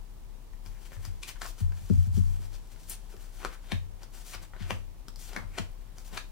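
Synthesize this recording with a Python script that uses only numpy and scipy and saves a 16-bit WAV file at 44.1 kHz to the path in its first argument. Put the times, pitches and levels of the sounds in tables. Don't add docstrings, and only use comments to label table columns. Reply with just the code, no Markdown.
import sys
import numpy as np
from scipy import signal
from scipy.fft import rfft, irfft
from scipy.io import wavfile

SR = 44100
rng = np.random.default_rng(int(sys.argv[2]) if len(sys.argv) > 2 else 0)


def unload_audio(sound):
    columns = np.transpose(np.atleast_2d(sound))
    steps = np.round(np.clip(columns, -1, 1) * 32767)
    wavfile.write(sys.argv[1], SR, steps.astype(np.int16))


N = 278271
T = np.arange(N) / SR


def amp(db):
    return 10 ** (np.asarray(db) / 20)


def unit(x):
    return x / np.sqrt(np.mean(x ** 2) + 1e-20)


def read(points, hz):
    point_hz, value = np.transpose(points)
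    return np.interp(np.log(hz + 1), np.log(point_hz + 1), value)


def add(mix, start, sound):
    part = mix[..., round(start * SR):][..., :sound.shape[-1]]
    part += sound[..., :part.shape[-1]]


def colour(x, spectrum):
    gain = amp(read(spectrum, np.fft.rfftfreq(N, 1 / SR)))
    return unit(irfft(rfft(x) * gain, N))


def ring(spectrum_db, size=2048):
    log_gain = np.log(amp(spectrum_db(abs(np.fft.fftfreq(size, 1 / SR)))))
    spectrum = np.exp(np.conj(signal.hilbert(log_gain)))
    response = np.fft.ifft(spectrum).real[:size // 2]
    return response / np.linalg.norm(response)


def drift(hz):
    return colour(rng.standard_normal(N), [(0, 0), (hz, 0), (2 * hz, -60)])


def treble(hz, low_hz=2500, high_hz=6000):
    return read([(low_hz, 0), (high_hz, 1)], hz)


def friction(grains_per_s, spread_db, smooth):
    slips = (rng.random(N) < grains_per_s / SR) * rng.standard_normal(N)
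    slips *= amp(spread_db * np.minimum(rng.exponential(1, N), 4))
    return unit(slips) + smooth * rng.standard_normal(N)


# (frequency [Hz], relative level [dB])
AIR_COLOUR = [(20, -43), (33, -5), (48, -8.5), (62, -20.5), (96, -14), (150, -23), (270, -28.5),
              (450, -32.5), (700, -35.5), (950, -34.5), (1400, -43), (3000, -45), (9500, -49.5),
              (16000, -52)]
# (frequency [Hz], likeness [0-1])
AIR_LIKENESS = [(60, 0), (130, 0), (300, 0.25), (1400, 0.3), (3000, 0.019), (7000, 0)]
# (frequency [Hz], left minus right [dB])
AIR_BALANCE = [(60, 6.5), (150, 3), (380, 1), (800, 4), (2400, -1), (6000, -2), (15000, -4)]


def background(air_db=-50.5, hum_hz=31.4, hum_db=-42.5, waver_db=2.5, wander_rad=0.53, hum_right_db=-9):
    hz = np.fft.rfftfreq(N, 1 / SR)
    shared, separate = rfft(rng.standard_normal((2, N)))
    likeness = read(AIR_LIKENESS, hz)
    half_balance_db = read(AIR_BALANCE, hz) / 2
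    left = shared * amp(half_balance_db)
    right = (likeness * shared + np.sqrt(1 - likeness ** 2) * separate) * amp(-half_balance_db)
    pair = np.array([left, right])
    air = amp(air_db) * unit(irfft(pair * amp(read(AIR_COLOUR, hz)), N))
    turn = 2 * np.pi * hum_hz * T + wander_rad * drift(hz=4.9)
    hum_level = np.sqrt(2) * amp(hum_db + waver_db * drift(hz=12.1))
    hum = hum_level * np.array([np.sin(turn), amp(hum_right_db) * np.sin(turn + 1.07)])
    return air + hum


# (time [s], relative level [dB], relative treble [dB])
TICKS = [(0.534, -46, -25), (0.661, -36.5, -17), (.919, -36.5, -26), (.966, -37.5, -44),
         (1.051, -29.5, -10), (1.428, -34, -29), (1.462, -30.5, -10), (1.721, -36, -34), (1.773, -40, -32),
         (1.898, -35.5, -22), (2.177, -38.5, -10), (2.672, -50, -8), (2.760, -41, -36), (3.139, -45, -34),
         (3.166, -40.5, -21), (3.458, -24, -40), (3.528, -37.5, -25), (4.032, -34.5, -17),
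         (4.348, -29, -17), (4.535, -34, -48), (4.564, -35.5, -42), (5.083, -28.5, -17), (5.159, -34.5, -9),
         (5.332, -33, -20), (5.372, -25, -43), (5.983, -34, -16), (6.131, -35.5, -26)]
# (frequency [Hz], relative level [dB])
TICK_COLOUR = [(200, 0), (600, -6), (1800, -5.5), (2800, -15), (5000, 6.5), (9000, -2), (16000, -7)]


def ticks(level_db=12, chatter=0.5, settle_s=0.0024, treble_db=4, size=512):
    out, t = np.zeros(N), np.arange(size) / SR
    for start, db, bright_db in TICKS:
        force = (t == 0) + chatter * rng.standard_normal(size) * np.exp(-t / settle_s)
        edge = ring(lambda hz: read(TICK_COLOUR, hz) + (bright_db + treble_db) * treble(hz))
        click = signal.fftconvolve(force, edge)
        add(out, start, amp(db + level_db) * click / np.linalg.norm(click))
    return out


# (time [s], relative level [dB], hardness above the boom [dB/octave], ring time [factor])
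BUMPS = [(0.656, -46, -5, 0.61), (.955, -36, -18, 0.79), (1.063, -31, -20, 0.46),
         (1.605, -21.5, -14.5, 0.61), (1.811, -37, -12, 0.63), (1.899, -20.5, 2.5, 0.76),
         (1.966, -14, -31, 0.19), (2.065, -25.5, -12.5, 0.91), (2.133, -27.5, -16, 1), (2.170, -23, -2, 1),
         (2.390, -59.5, 9.5, 0.93), (3.138, -54, -2, 0.84), (3.448, -52.5, -11, 0.88),
         (3.721, -27.5, 1, 0.57), (4.340, -43.5, -10, 0.48), (4.604, -32, -4, 0.55), (4.712, -33, -2, 0.66),
         (5.366, -47.5, 8, 1), (5.428, -38.5, -7.5, 0.6), (5.593, -31.5, 5.5, 0.32),
         (6.124, -50, 6.5, 0.77)]
# (frequency [Hz], relative level [dB], undamped 60 dB decay time [s], right-channel phase [rad])
TABLE_MODES = [(27.24, -2.5, 1, 3), (64.6, -2, 0.45, 3), (89.2, 0.5, 0.91, 2.5), (98.6, 1.5, 0.21, 5),
               (117.1, -7, 0.68, 3.5), (147, -8, 0.081, 5), (184.3, 6, 0.15, 3), (204.4, 5, 0.078, 4),
               (243, -9.5, 0.3, 2.7), (354, -10.5, 0.084, 1.36), (426, -13, 0.076, 1.4),
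               (590, -30.5, 0.15, -2)]


def table(level_db=5, right_db=-5, swell_cycles=0.83, boom_hz=95, boom_lag_s=0.01245):
    out, t = np.zeros((2, N)), np.arange(SR) / SR
    for start, db, hardness_db, ring_factor in BUMPS:
        for hz, mode_db, t60, phase in TABLE_MODES:
            above = max(hz / boom_hz, 1)
            gain_db = level_db + db + mode_db + hardness_db * np.log2(above)
            decay = amp(gain_db - 60 * t / (t60 * ring_factor))
            envelope = decay * (1 - np.exp(-t * hz / swell_cycles))
            turn = 2 * np.pi * hz * t
            pair = np.array([np.sin(turn), amp(right_db) * np.sin(turn + phase)])
            add(out, start + boom_lag_s / above ** 2, envelope * pair)
    return out


def stroke(start, hold, attack_s=0.016, release_s=0.015):
    before = np.maximum(start - T, 0)
    after = np.maximum(T - start - hold, 0)
    return np.exp(-before / attack_s - after / release_s)


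# (start [s], hold [s], relative hiss of the faces [dB], relative rasp of the card bodies [dB])
SLIDES = [ (0.662, .012, -59.5, -60), (0.812, .06, -62, -61), (.92, 0.037, -57.5, -56.5),
          (1.028, 0.043, -54, -55), (1.426, 0.074, -47, -67), (1.592, 0.025, -52, -50),
          (1.764, 0.31, -57.5, -62), (2.146, 0.039, -49, -54.5), (2.219, 0.15, -59, -60.5),
          (2.418, 0.037, -56, -53.5), (2.539, 0.016, -54.5, -51), (2.721, 0.012, -57, -57),
          (2.797, 0.11, -59, -69), (2.904, 0.03, -43.5, -51), (3.114, 0.012, -56, -58),
          (3.208, .05, -58, -58.5), (3.343, 0.086, -58, -63), (3.41, 0.057, -61, -43.5),
          (3.529, .015, -55, -60), (3.634, 0.034, -62, -57.5), (4.019, 0.016, -58.5, -49),
          (4.14, 0.073, -53, -57), (4.263, 0.074, -46.5, -61), (4.429, 0.0091, -52.5, -50),
          (4.605, 0.084, -64, -54), (5.198, 0.094, -48.5, -70), (5.3, 0.053, -57.5, -47),
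          (5.72, .22, -78, -66), (5.974, 0.039, -58.5, -57.5), (6.059, 0.025, -52.5, -59),
          (6.134, 0.036, -50, -43)]
HANDLING = (.66, 2.75, -66, -66)
# (frequency [Hz], relative level [dB])
HISS = [(1200, -8), (2500, -4.5), (4000, -3.5), (6000, -1), (9500, -3.5), (12000, -6), (16000, -5.5)]
# (frequency [Hz], relative level [dB])
RASP = [(150, -2), (300, -2), (550, -5), (800, -1.5), (1200, -4.5), (1700, -6), (2400, -9), (3200, -9.5),
        (5000, -23), (9000, -55)]


def sliding(rasp_db=-4.5, flutter_db=1.5):
    power = np.zeros((2, N))
    for start, hold, face_db, body_db in SLIDES + [HANDLING]:
        speed = np.maximum(stroke(start, hold), 1e-6)
        power += (amp([[face_db], [body_db]]) * speed) ** 2
    face_level, body_level = np.sqrt(power)
    hiss = colour(friction(grains_per_s=6600, spread_db=1.5, smooth=1.0), HISS) * face_level
    rasp = colour(friction(grains_per_s=1800, spread_db=3.0, smooth=0.52), RASP) * amp(rasp_db) * body_level
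    return (hiss + rasp) * amp(flutter_db * drift(hz=71.5))


# (peak time [s], relative level [dB], rise [s], fall [s], centre frequency [Hz], relative width [octaves])
SCUFFS = [(.765, -63.5, 0.047, .025, 1790, 0.38), (.858, -53, .008, .018, 2800, 1.4),
          (.93, -55, .008, 0.008, 1780, 0.24), (1.052, -54, .02, 0.026, 2110, 0.43),
          (1.29, -39.5, .019, 0.016, 2520, 1.75), (1.362, -46, 0.0034, .006, 1240, 0.58),
          (1.423, -43.5, .0055, 0.018, 1300, 0.93), (1.455, -38.5, 0.0079, 0.0074, 970, 0.51),
          (2.551, -53.5, 0.022, 0.01, 4830, 0.4), (2.897, -33.5, 0.0041, 0.014, 10500, 0.46),
          (2.925, -41, 0.015, 0.0079, 9400, 0.16), (3.14, -50, 0.0022, .012, 440, 0.28),
          (3.525, -51, .022, 0.031, 1290, 0.75), (4.345, -39.5, 0.015, 0.015, 1360, 1.07),
          (4.44, -55, .012, 0.009, 1700, 0.84), (4.545, -49.5, .007, .017, 895, .56),
          (4.625, -48, 0.026, .029, 2110, 0.8), (5.39, -46.5, 0.0098, 0.04, 940, 0.56),
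          (5.555, -51.5, 0.018, 0.022, 2100, 0.21), (6.177, -42, 0.0035, .007, 3950, .2)]


def scuffs(skirt_db=-16, size=16384):
    out, t = np.zeros(N), (np.arange(size) - size // 2) / SR
    slips = unit(friction(grains_per_s=2400, spread_db=-4.0, smooth=0.43))
    for peak, db, rise, fall, centre_hz, octaves in SCUFFS:
        swell = np.exp(-abs(t) / np.where(t < 0, rise, fall))
        burst = np.roll(slips, -round(peak * SR))[:size] * swell
        band = ring(lambda hz: skirt_db * np.log1p((np.log2((hz + 1) / centre_hz) / (2 * octaves)) ** 2))
        add(out, peak + t[0], amp(db) * signal.fftconvolve(burst, band))
    return out


# (time [s], relative level [dB], ring frequency [Hz], treble above the ring [dB], body below 790 Hz [dB],
#  drag [s], build-up [s], share of clean crack [0-1])
SNAPS = [(1.2342, -30, 2500, 7.5, -17, .003, 0.0048, 0), (1.418, -28, 1720, -1.5, -8, .003, .0025, 0.15),
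         (3.4491, -23, 1444, -8, -3, 0.025, 0.00042, 0.77), (3.720, -23, 3720, -7, -2, 0.032, 0.0028, 0.5),
         (4.707, -20.5, 2690, -6.5, -1.5, 0.027, 0.0034, 0.42),
         (5.364, -24.5, 2100, -8.5, -1, 0.018, 0.0018, 0.6),
         (5.586, -22.5, 2530, -4, 0, 0.036, 0.0052, 0.02),
         (6.1767, -24.5, 3950, -3.5, -4.5, .018, 0.0039, 0.05)]
# (frequency [Hz], relative level [dB])
SNAP_COLOUR = [(120, -6), (300, 0.5), (600, 2), (900, 0), (1250, 1.5), (1800, -2), (2400, -1), (3100, -4),
               (5000, -6), (9000, -11), (16000, -24.5)]


def snaps(level_db=19, rub_db=-25, hiss_db=-29, rub_settle_s=0.041, snap_settle_s=0.002,
          ring_db=5, ring_width=0.083, knee=1.37, size=16384):
    out, t = np.zeros(N), (np.arange(size) - size // 2) / SR
    for release, db, ring_hz, treble_db, body_db, drag, build, clean in SNAPS:
        scrape, rub, hiss = rng.standard_normal((3, size))
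        scrape *= np.exp(-abs(t) / np.where(t < 0, build, snap_settle_s))
        contact = np.exp(-abs(t) / np.where(t < 0, drag, rub_settle_s))
        force = np.sqrt(1 - clean) * scrape / np.linalg.norm(scrape) - np.sqrt(clean) * (t == 0)

        def card_db(hz):
            shelves = treble_db * treble(hz, ring_hz, ring_hz * knee) + body_db * (1 - treble(hz, 790, 910))
            peak = ring_db / (1 + ((hz / ring_hz - 1) / ring_width) ** 2)
            return read(SNAP_COLOUR, hz) + shelves + peak

        card = ring(card_db)
        face = ring(lambda hz: read(HISS, hz))
        snap = signal.fftconvolve(force, card)
        snap *= amp(level_db) / np.linalg.norm(snap)
        rub = amp(rub_db) * signal.fftconvolve(rub * contact, card)
        hiss = amp(hiss_db) * signal.fftconvolve(hiss * contact, face)
        add(out, release + t[0], amp(db) * (snap + rub + hiss))
    return out


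# (frequency [Hz], 60 dB decay time [s])
ROOM_DECAY = [(200, 0.32), (1000, 0.19), (3000, 0.26), (8000, 0.21), (16000, 0.1)]
# (delay before random shift [s], level before the side gains [dB])
ECHOES = [(.0018, -16.5), (.0031, -31), (.008, -14.5), (0.0115, -16)]


def room(x, wet_db=-6, left_db=1.02, right_db=-7.5, left_lag_s=.00002, size=22050):
    hz, t, noise = signal.stft(rng.standard_normal((2, size)), SR, nperseg=256)
    decay = amp(-60 * t / read(ROOM_DECAY, hz)[:, None])
    tail = signal.istft(noise * decay, SR, nperseg=256)[1][:, :size]
    tail *= np.minimum(np.arange(size) / SR / 0.0014, 1)
    response = amp(wet_db) * tail / np.linalg.norm(tail, axis=1, keepdims=True) * amp([[0], [-2]])
    for side, (gain_db, lag) in enumerate([(left_db, left_lag_s), (right_db, 0)]):
        paths = [(0.00034, 0.0098)]
        paths += [(delay + rng.uniform(-0.00028, 0.00036), db) for delay, db in ECHOES]
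        for delay, db in paths:
            response[side] += amp(gain_db + db) * np.sinc(np.arange(size) - (delay + lag) * SR)
    return signal.fftconvolve(x[None], response, axes=1)[:, :N]


# (time [s], shift to the left [dB])
PLACE = [(0, 4), (1.4, -2.5), (2.9, -2), (3.45, -1.5), (3.72, -3), (4.3, -2), (4.71, -2), (5.36, -2),
         (5.6, -2), (6.18, -1.5)]


def scene():
    half_shift_db = np.interp(T, *np.transpose(PLACE)) / 2
    cards = room(ticks() + sliding() + scuffs() + snaps())
    return background() + table() + cards * amp([half_shift_db, -half_shift_db])


def record(dry):
    lowpass = signal.firwin(511, 15900, window=("kaiser", 9), fs=SR)
    return signal.oaconvolve(dry, lowpass[None], "same")


dry = scene()
out = record(dry)
unload_audio(out)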